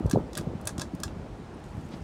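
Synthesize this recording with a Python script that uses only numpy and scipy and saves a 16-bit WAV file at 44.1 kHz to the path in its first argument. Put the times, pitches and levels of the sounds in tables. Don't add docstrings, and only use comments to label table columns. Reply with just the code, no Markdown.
import sys
import numpy as np
from scipy import signal
from scipy.fft import irfft
from scipy.io import wavfile
from scipy.ndimage import uniform_filter1d

SR = 44100
rng = np.random.default_rng(int(sys.argv[2]) if len(sys.argv) > 2 else 0)


def magnitude_from_level(level_db):
    exponent = np.asarray(level_db, float) / 20
    return 10 ** exponent


def digitize_waveform(pressure):
    field = np.atleast_2d(pressure).T
    bounded = np.clip(field, -1, 1)
    quanta = np.round(bounded * 32767).astype(np.int16)
    wavfile.write(sys.argv[1], SR, quanta)


N = 89743


def evened(x):
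    return x / np.sqrt(np.mean(x ** 2) + 1e-20)


def read_curve(points, hz):
    f, db = np.transpose(points)
    return np.interp(np.log(hz + 1), np.log(f + 1), db)


def add(mix, start_s, sound):
    start = round(start_s * SR)
    part = mix[start:start + len(sound)]
    part += sound[:len(part)]


def patchy_noise(curve, patch_db):
    size, hop = 1024, 256
    frames = N // hop + 5
    hz = np.fft.rfftfreq(size, 1 / SR)[:, None]
    real, imaginary, patches = rng.standard_normal((frames, size // 2 + 1, 3)).T
    patches = uniform_filter1d(patches, size=6, axis=0)
    patches = evened(uniform_filter1d(patches, size=6, axis=1))
    spectra = (real + 1j * imaginary) * magnitude_from_level(read_curve(curve, hz) + patch_db * patches)
    sound = signal.istft(spectra, nperseg=size, noverlap=size - hop)[1]
    return evened(sound[:N])


# (f/Hz, relative level/dB per Hz)
AIR_COLOUR = [(88, -35), (150, -5), (198, -12), (265, -5), (356, -2), (606, -13.5), (783, -10.5),
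              (1070, -15), (8970, -39), (16500, -61.5)]


def air():
    return magnitude_from_level(-48) * patchy_noise(AIR_COLOUR, patch_db=1.3)


# (t/s, level/dB before the trim)
DRAUGHT_LEVEL = [(0, -34.5), (.04, -30.5), (.075, -30.5), (.125, -37.5), (0.142, -27.5), (0.199, -26.5),
                 (.225, -37), (.36, -37.5), (.41, -32.5), (.56, -38), (.6, -36.5), (.74, -38.5), (.8, -34),
                 (.9, -39), (1.2, -38), (1.4, -41.5), (1.7, -40.5), (1.76, -36.5), (1.82, -43.5),
                 (1.94, -36.5), (2.03, -45)]
# (f/Hz, relative level/dB per Hz)
DRAUGHT_COLOUR = [(15, -27), (25, 5.5), (64, -1.5), (179, -2), (332, -10.5), (510, -15.5), (605, -14),
                  (1500, -32), (1950, -63)]


def draught():
    trim_db = -0.5
    brighten = 0.032
    t, db = np.transpose(DRAUGHT_LEVEL)
    level_db = np.interp(np.arange(N) / SR, t, db)
    buffeting = patchy_noise(DRAUGHT_COLOUR, patch_db=2.5)
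    low_pass = signal.butter(1, 300, fs=SR, output="sos")
    treble = buffeting - signal.sosfiltfilt(low_pass, buffeting)
    treble_gain = magnitude_from_level(brighten * (level_db + 49))
    return magnitude_from_level(level_db + trim_db) * (buffeting + (treble_gain - 1) * treble)


def eddy(middle_s, db, hz, cycles):
    half_s = 2 * cycles / hz
    t = np.arange(max(-half_s, -middle_s), half_s, 1 / SR)
    swell = np.exp(-abs(2.19 * t * hz / cycles) ** 3)
    fade_in = np.minimum((t - t[0]) / .002, 1)
    tone = np.cos(2 * np.pi * (hz * t + rng.random()))
    return middle_s + t[0], magnitude_from_level(db) * swell * fade_in * tone


# (t/s of the middle, peak level/dB, f/Hz, rough length/cycles)
EDDY_LIST = [(.008, -18.5, 254, 1), (0.057, -19, 97, 1.6), (.059, -20, 400, 1.24),
             (0.1379, -10.5, 241, 1.54), (.149, -20.5, 423, 2.7), (0.153, -21, 95, 1.4),
             (.160, -14.5, 667, 1.93), (0.165, -16, 150, 1.5), (0.1736, -12, 420, 1.5),
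             (.185, -20, 327, 1.45), (.201, -33, 303, 1), (0.212, -27.5, 107, 0.85), (0.4, -24, 112, 0.73),
             (0.414, -27.5, 300, 1.2), (0.475, -24, 181, 2.17), (.537, -29, 399, 1.9),
             (0.555, -24.5, 158, 1.44), (.473, -29.5, 475, 1.9), (.787, -26, 237, 1.54),
             (0.938, -25, 245, 1.4), (0.947, -23.5, 170, 0.94), (1.061, -27.5, 99.5, 1.24),
             (1.197, -29, 170, 1.1), (1.75, -28, 147, 1.23), (1.778, -29.5, 118, 0.76),
             (1.855, -28.5, 158, 1.2), (1.941, -26.5, 224, 1.26)]


def eddies():
    track = np.zeros(N)
    for row in EDDY_LIST:
        add(track, *eddy(*row))
    return track


# (f/Hz, relative level/dB, longest time/s to fall by 60 dB)
RING_MODES = [(960, -2, 0.0087), (1185, -2.5, 0.031), (1619.5, 3.5, 0.04), (2640, -8.5, .03),
              (3400, -5, 0.017), (3920, -0.5, 0.023), (5070, 4, 0.014), (5780, -0.5, .015),
              (6850, -14, 0.012), (7600, -1, .012), (8570, -7, .01), (10450, -2, .008),
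              (11340, -10.5, .006), (14500, -7, .005)]
# (f/Hz, relative level/dB per Hz)
CRACK_COLOUR = [(880, -6), (1500, 0.5), (2240, -12), (3600, -1.5), (6490, 6), (8420, 5.5), (11500, -3),
                (16500, -14)]
HOUSING_HZ = 2000
TILT_HZ = 4940
CLICK_SAMPLES = 4096


def knock_trains(hz):
    knocks_per_s, spread_db, chatter_s = 5000, 6, .003
    rattle_db, rattle_t60_s = -24.5, 0.18
    housing_chatter = .35
    t = np.arange(CLICK_SAMPLES) / SR
    chance, strength, sign = rng.random((3, len(hz) + 1, CLICK_SAMPLES))
    knocks = (chance < knocks_per_s / SR) * magnitude_from_level(spread_db * np.log(strength)) * np.sign(sign - .5)
    rattle = knocks[-1] * magnitude_from_level(rattle_db - 60 * t / rattle_t60_s)
    knocks *= np.exp(-(t / chatter_s) ** 2)
    knocks[:-1] += housing_chatter * rattle
    knocks[-1] += rattle
    knocks[:-1] *= np.where(hz < HOUSING_HZ, housing_chatter, 1)
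    knocks[:, 0] = 1
    return knocks


def ring_modes(tilt_db, housing_db):
    spread_db, detune, longest_cycles = 1.5, .012, 60
    t = np.arange(CLICK_SAMPLES) / SR
    hz, db, t60_s = np.transpose(RING_MODES)[:, :, None]
    small = hz > HOUSING_HZ
    level_draw, pitch_draw = rng.standard_normal((2, *hz.shape))
    db = db + spread_db * level_draw * small
    db = db + np.where(hz < HOUSING_HZ, housing_db, tilt_db * np.log2(hz / TILT_HZ))
    fade = magnitude_from_level(db - 60 * t / np.minimum(t60_s, longest_cycles / hz))
    return fade * np.sin(2 * np.pi * hz * (1 + detune * pitch_draw * small) * t)


def dry_crack(tilt_db):
    t = np.arange(CLICK_SAMPLES) / SR
    hz = np.fft.rfftfreq(CLICK_SAMPLES, 1 / SR)
    tilt = tilt_db * np.log2(np.maximum(hz, HOUSING_HZ) / TILT_HZ)
    tick = irfft(magnitude_from_level(read_curve(CRACK_COLOUR, hz) + tilt))
    return np.roll(tick, shift=40) * magnitude_from_level(-60 * t / 0.01)


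def click(start_s, db, tilt_db, housing_db):
    crack_db = 3
    rings = ring_modes(tilt_db, housing_db)
    crack = dry_crack(tilt_db)
    rings = rings / np.linalg.norm(rings)
    crack = magnitude_from_level(crack_db) * crack / np.linalg.norm(crack)
    body = np.vstack([rings, crack])
    hz = np.transpose(RING_MODES)[0][:, None]
    parts = signal.fftconvolve(knock_trains(hz), body, axes=1)
    share = np.linalg.norm(body, axis=1) / np.linalg.norm(parts, axis=1)
    sound = share @ parts
    loudest = np.sqrt(uniform_filter1d(sound ** 2, size=88).max())
    return start_s, magnitude_from_level(db) * sound / (2 * loudest)


# (t/s, level/dB, 6 dB above the rms of the loudest 2 ms,
# treble tilt/dB per octave, relative level/dB passed on to the housing)
SWITCH_CLICKS = [(0.0635, -42.5, 3, -6), (0.0968, -32.5, 3, -10), (0.1111, -23.5, -4.5, 3),
                 (0.1138, -28.5, 11, 18), (0.1305, -31.5, -9, -28), (0.3314, -36.5, -4.5, -18),
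                 (.352, -29.5, -4.5, -27), (0.3707, -28.5, -7, -5), (0.3756, -22.5, 7, 0),
                 (0.3842, -29.5, -11, -21), (0.41, -40.5, -6, -21), (.612, -47, 8, -16), (.654, -37, 3, -6),
                 (0.6721, -19.5, 2.5, -3.5), (0.6739, -23.5, -3, -10), (0.6918, -30.5, -6, 7),
                 (0.7803, -30.5, -3.5, -5), (0.7954, -27.5, -5.5, -31), (0.8106, -31, -5, -18),
                 (0.8161, -23, -4.5, -4.5), (.95, -44.5, 5, -18), (1.001, -39.5, 3, -18),
                 (1.0339, -20.5, -1, -0.5), (1.079, -37, -13.5, -13), (1.64, -50.5, -2, -14)]


def switch_clicks():
    track = np.zeros(N)
    for row in SWITCH_CLICKS:
        add(track, *click(*row))
    return track


def roof(x):
    t60_s, treble_hz = 0.1, 7700
    t = np.arange(SR // 3) / SR
    tail = rng.standard_normal(len(t)) * magnitude_from_level(-60 * t / t60_s) * (t > .003)
    tail = signal.lfilter(*signal.butter(1, treble_hz, fs=SR), tail)
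    return magnitude_from_level(-10) * signal.fftconvolve(x, tail / np.linalg.norm(tail))[:N]


def swinging_chain():
    from_s, ticks, least_db, spread_db = 1.5, 150, -65, 1.7
    track = np.zeros(N)
    for when, strength in rng.random((ticks, 2)):
        start_s = from_s + np.sqrt(when) * (N / SR - from_s)
        db = least_db - spread_db * np.log(strength)
        add(track, *click(start_s, db, tilt_db=0.92, housing_db=-22))
    return track


def peep(start_s, length_s, db, from_hz, to_hz):
    u = np.arange(0, 1, 1 / (length_s * SR))
    hz = from_hz + (to_hz - from_hz) * u
    return start_s, magnitude_from_level(db) * np.sin(np.pi * u) * np.sin(2 * np.pi * np.cumsum(hz) / SR)


# (t/s, length/s, peak level/dB, f/Hz at the start, f/Hz at the end)
PEEP_LIST = [(1.54, 0.013, -63.5, 9650, 9600), (1.829, 0.045, -65, 6270, 7200)]


def birds():
    track = np.zeros(N)
    for row in PEEP_LIST:
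        add(track, *peep(*row))
    return track


def rustle():
    start_s, length_s, db, low_hz, high_hz = 1.912, 0.05, -51, 1180, 5040
    u = np.arange(0, 1, 1 / (length_s * SR))
    band = signal.butter(3, [low_hz, high_hz], "band", fs=SR, output="sos")
    grains = evened(signal.sosfilt(band, rng.standard_normal(len(u)) ** 3))
    return start_s, magnitude_from_level(db) * np.sin(np.pi * u) * grains


def scene():
    rush = air() + draught() + eddies()
    switch = switch_clicks() + swinging_chain()
    mix = rush + switch + roof(switch) + birds()
    add(mix, *rustle())
    return mix[None]


def top_cut(x):
    return signal.sosfilt(signal.butter(12, 16760, fs=SR, output="sos"), x)


def record(dry):
    low_cut = signal.butter(3, 50, "high", fs=SR, output="sos")
    band_limit = signal.cheby2(12, 50, 16536, fs=SR, output="sos")
    mix = signal.sosfilt(band_limit, signal.sosfilt(low_cut, dry))
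    return top_cut(mix)


dry = scene()
out = record(dry)
digitize_waveform(out)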